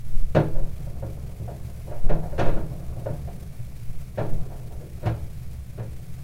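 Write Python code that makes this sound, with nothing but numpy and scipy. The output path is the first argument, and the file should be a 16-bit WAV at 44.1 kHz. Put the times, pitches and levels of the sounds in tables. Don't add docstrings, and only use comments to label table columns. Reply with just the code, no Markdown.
import sys
import numpy as np
from scipy import signal
from scipy.fft import rfft, irfft
from scipy.io import wavfile

SR = 44100
rng = np.random.default_rng(int(sys.argv[2]) if len(sys.argv) > 2 else 0)


def unload_wav(signal):
    wavfile.write(
        sys.argv[1],
        SR,
        np.round(np.clip(np.atleast_2d(signal).T, -1, 1) * 32767).astype(np.int16),
    )


N = 274872
T = np.arange(N) / SR


def amp(db):
    return 10 ** (np.asarray(db) / 20)


def unit_rms(x):
    return x / np.sqrt(np.mean(x ** 2) + 1e-20)


def add(mix, start_s, sound):
    part = mix[max(round(start_s * SR), 0):][:len(sound)]
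    part += sound[:len(part)]


def noise(colour):
    hz, db = np.transpose(colour)
    shape = amp(np.interp(np.log(np.fft.rfftfreq(N, 1 / SR) + 1), np.log(hz + 1), db))
    return unit_rms(irfft(rfft(rng.standard_normal(N)) * shape, N))


def waver(rate_hz):
    lowpass = np.exp(-(np.fft.rfftfreq(N, 1 / SR) / rate_hz) ** 2)
    return unit_rms(irfft(rfft(rng.standard_normal(N)) * lowpass, N))


def hiss(level_db=-55, flutter_db=1.48):
    # frequency in Hz, relative density in dB.
    colour = [(200, 16.5), (700, 2.5), (1200, 5), (1800, 5.5), (2300, 8), (2900, 2), (5000, 1.5),
              (7500, 0.5), (10800, 2), (13000, 0.5), (15800, -1.5)]
    buzz = 1 + .25 * np.cos(np.pi * 30 * T) ** 40 + .12 * np.cos(np.pi * 60 * T) ** 16
    return amp(level_db + flutter_db * waver(54)) * unit_rms(noise(colour) * buzz)


def machine_hum(slide, waver_db=4.5, drift_turns=0.15, drone_db=-37, rumble_db=-14, rumble_growth=0.45):
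    # frequency in Hz, median rms level in dB.
    partials = [(69.5, -45.5), (119, -49.5), (144, -56.5), (163, -61), (247, -72)]
    # frequency in Hz, relative density in dB.
    colour = [(8, 12.5), (16, 5.5), (32, 2), (52, -12), (67, 9.5), (84, -7), (100, -1.5), (116, 2),
              (132, 4.5), (146, -5.5), (165, -1), (200, -12), (280, -39), (600, -50.5)]
    tones = np.zeros(N)
    for hz, db in partials:
        level = amp(db + waver_db * waver(21))
        tones += level * np.sin(2 * np.pi * (hz * T + drift_turns * waver(1.8)))
    rumble = amp(rumble_db) * slide ** rumble_growth
    return np.sqrt(2) * tones + np.hypot(amp(drone_db), rumble) * noise(colour)


def sway(swing_hz=6.0, swing_s=0.094, shudder_hz=19.6, shudder_db=-5, shudder_s=0.061,
         tremble_hz=24, tremble_db=-19, tremble_t60=3.3):
    # centre time in seconds, size in dB, direction as +1 or -1.
    tugs = [(0.186, -9, 1), (0.589, -11.5, -1), (2.083, -7.5, 1), (2.506, -9.5, -1), (3.923, -22.5, 1),
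            (4.355, -14.5, -1)]
    out = np.zeros(N)
    for centre_s, db, direction in tugs:
        t = T - centre_s
        after = np.maximum(t, 0)
        swing = np.sin(2 * np.pi * swing_hz * t) * np.exp(-(t / swing_s) ** 2)
        shudder = np.cos(2 * np.pi * shudder_hz * t) * np.exp(-(t / shudder_s) ** 2)
        envelope = np.tanh(after / shudder_s) ** 2 * amp(-60 * after / tremble_t60)
        tremble = np.sin(2 * np.pi * tremble_hz * after) * envelope
        out += direction * amp(db) * (swing + amp(shudder_db) * shudder + amp(tremble_db) * tremble)
    return out


def sliding(creep_db=-56, rise_s=0.11, sag_db=-8, stop_s=0.24):
    # start in seconds, length in seconds, level in dB before the sag.
    slides = [(0.566, 1.5, -47), (1.937, 0.84, -45.5), (2.404, 0.096, -25), (2.59, 0.79, -44.5),
              (4.33, 0.27, -42), (4.94, 0.22, -42)]
    power = amp(creep_db) ** 2
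    for start_s, length_s, db in slides:
        t = np.maximum(T - start_s, 0)
        onset = np.minimum(t / rise_s, 1)
        slowing = amp(db + sag_db * t / length_s)
        stop = np.exp(-np.maximum(t - length_s, 0) / stop_s)
        power = power + (onset * slowing * stop) ** 2
    return np.sqrt(power)


def rubbing(slide, rub_db=1.0, catch_db=2, catch_hz=22):
    # frequency in Hz, relative density in dB.
    colour = [(150, 7), (270, 1.5), (335, 1), (440, 1), (570, -1), (720, 0), (830, -12.5), (1200, -13),
              (1700, -25.5), (3000, -43), (6000, -54)]
    return amp(rub_db + catch_db * waver(catch_hz)) * slide * noise(colour)


def reel_impact(db, rise_s, boom_db, bright_db, spot_hz, spot_db, spot_octaves=0.26,
                bass_hz=220, body_hz=700, ring_db=-3, scatter_db=1, clatter_db=-2.5,
                room_db=-23, room_t60=0.91, contact_db=2, contact_s=0.0061):
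    # frequency in Hz, relative level in dB, 60 dB decay time in seconds.
    modes = [(112.9, -1, 0.45), (145.1, -8, 0.52), (157.9, -9, 0.67), (213, -11, 0.38), (311, -16.5, 0.6),
             (326.7, -8, 0.5), (334.5, -15, 0.22), (415.4, -9, 0.38), (443, -25, 0.54), (536, -3, 0.21),
             (569, -12.5, 0.39), (598.6, -2.5, 0.19), (637.4, -14, 0.38), (700, -7, 0.27),
             (753, -10.5, 0.18), (798, -43, 0.38), (845, -18.5, 0.47), (940, -10, 0.26), (930, -26, 0.16),
             (1025, -13, 0.2), (1147, -21, 0.32), (1282, -26, 0.14), (1392, -20, 0.3), (1430, -29, 0.24),
             (1454, -14, 0.14), (1636, -19.5, 0.26), (1604, -39, 0.078), (1785, -15.5, 0.11),
             (2630, -26, 0.15), (2884, -20.5, 0.11)]
    # centre in Hz, relative level in dB, 60 dB decay time in seconds.
    bands = [(72, -11.5, 0.13), (153, -8, 0.31), (244, -33, 0.21), (385, -4.5, 0.35), (674, -12, 0.28),
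             (977, -16.5, 0.34), (1920, -19.5, 0.26), (2750, -28, 0.31), (4660, -34, 0.2),
             (7240, -44.5, 0.14), (11900, -55, 0.12)]
    t = np.arange(SR) / SR
    swell = 1 - np.exp(-t / rise_s)

    def force(hz):
        boom = boom_db / (1 + (hz / bass_hz) ** 4)
        treble = bright_db * np.log2(max(hz / body_hz, 1))
        spot = spot_db * np.exp(-(np.log2(hz / spot_hz) / spot_octaves) ** 2)
        return amp(db + boom + treble + spot)

    out = np.zeros(SR)
    for k, (hz, mode_db, t60) in enumerate(modes):
        size, detune = rng.standard_normal(2)
        ring = np.sin(2 * np.pi * hz * (1 + 0.0055 * detune) * t) * amp(-60 * t / t60)
        polarity = (-1) ** k
        out += polarity * force(hz) * amp(ring_db + mode_db + scatter_db * size) * ring
    log_hz = np.log(np.fft.rfftfreq(SR, 1 / SR) + 1)
    log_centres = np.log([30] + [row[0] for row in bands] + [SR / 2])
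    white = rfft(rng.standard_normal(SR))
    room = amp(room_db - 60 * t / room_t60)
    for (hz, band_db, t60), share in zip(bands, np.eye(len(log_centres))[1:]):
        band = irfft(white * np.sqrt(np.interp(log_hz, log_centres, share)), SR)
        contact = amp(contact_db) * hz / (hz + body_hz) * np.exp(-t / contact_s)
        fade = np.hypot(amp(-60 * t / t60), room) + contact
        band /= np.sqrt(np.average(band ** 2, weights=(swell * fade) ** 2))
        out += force(hz) * amp(clatter_db + band_db) * band * fade
    return out * swell


def taps(slide, per_second=7.1, tap_db=-3.5, spread_db=3.5):
    out = np.zeros(N)
    for k, (when, softness, spot) in enumerate(rng.random((round(per_second * N / SR), 3))):
        start_s = (k + when) / per_second
        db = tap_db + spread_db * (1 - 2 * softness)
        spot_hz = 580 * 2 ** (spot - .5)
        tap = reel_impact(db, rise_s=0.0068, boom_db=6, bright_db=-3, spot_hz=spot_hz, spot_db=7.5)
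        add(out, start_s, np.interp(start_s, T, slide) * tap)
    return out


def knocks(spot_db=7.5, spot_growth=0.11):
    # start in seconds, strength in dB, rise time in seconds, bass boost
    # in dB, treble slope in dB per octave, frequency in Hz that the struck spot favours.
    blows = [(.348, -21.5, 0.0031, 9.5, 3, 370), (.361, -18.5, 0.0049, 7.5, 1, 587),
             (0.548, -30.5, 0.025, 3.5, -6, 564), (.862, -47.5, 0.0046, 1, -2, 546),
             (1.022, -35, 0.0032, 9.5, -4, 520), (1.389, -44.5, 0.031, 26, -13, 414),
             (1.476, -36, 0.0056, -3, -4, 680), (1.866, -37.5, 0.017, 9.5, -3, 540),
             (1.905, -32, 0.024, -22, 0, 613), (2.092, -23, 0.0088, -2.5, 0.5, 610),
             (2.111, -31, 0.016, 8, -3.5, 164.5), (2.225, -33, 0.014, -5, -4.5, 740),
             (2.318, -36, 0.0075, -7, -2.5, 567), (2.379, -27, 0.0036, 0, 2.5, 443),
             (2.389, -19.5, 0.0076, 2, 4, 794), (2.447, -20, 0.053, 8, 4, 525),
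             (2.565, -30, 0.0066, 8, -4, 1380), (2.959, -39.5, 0.025, 20.5, -14, 667),
             (3.058, -30, 0.0017, -12, -3.5, 570), (3.093, -35, 0.0027, 7.5, -5, 149),
             (3.272, -41, 0.0059, 4, 0.5, 725), (4.174, -21, 0.015, 6.5, 1, 620),
             (4.314, -40, 0.0038, 11.5, -28, 150), (4.497, -34.5, 0.045, 5, -1, 780),
             (4.706, -39, .015, -10, -14, 800), (4.795, -40, 0.032, 6, -5, 387),
             (5.026, -29, 0.024, -7, 1, 330), (5.056, -28.5, 0.0057, 9, 4.5, 112),
             (5.068, -30, 0.0025, -11, 2, 720), (5.776, -37, 0.012, 10, 1.5, 428),
             (5.793, -39.5, .004, 13.5, 0.5, 1560)]
    hardest_db = max(row[1] for row in blows)
    out = np.zeros(N)
    for start_s, db, *timbre in blows:
        add(out, start_s, reel_impact(db, *timbre, spot_db + spot_growth * (hardest_db - db)))
    return out


def scene():
    slide = sliding()
    return (machine_hum(slide) + hiss() + rubbing(slide) + sway() + knocks() + taps(slide))[None]


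def record(dry, cutoff_hz=15900):
    lowpass = signal.firwin(511, cutoff_hz, window=("kaiser", 9), fs=SR)
    return signal.oaconvolve(dry, lowpass[None], "same")


dry = scene()
out = record(dry)
unload_wav(out)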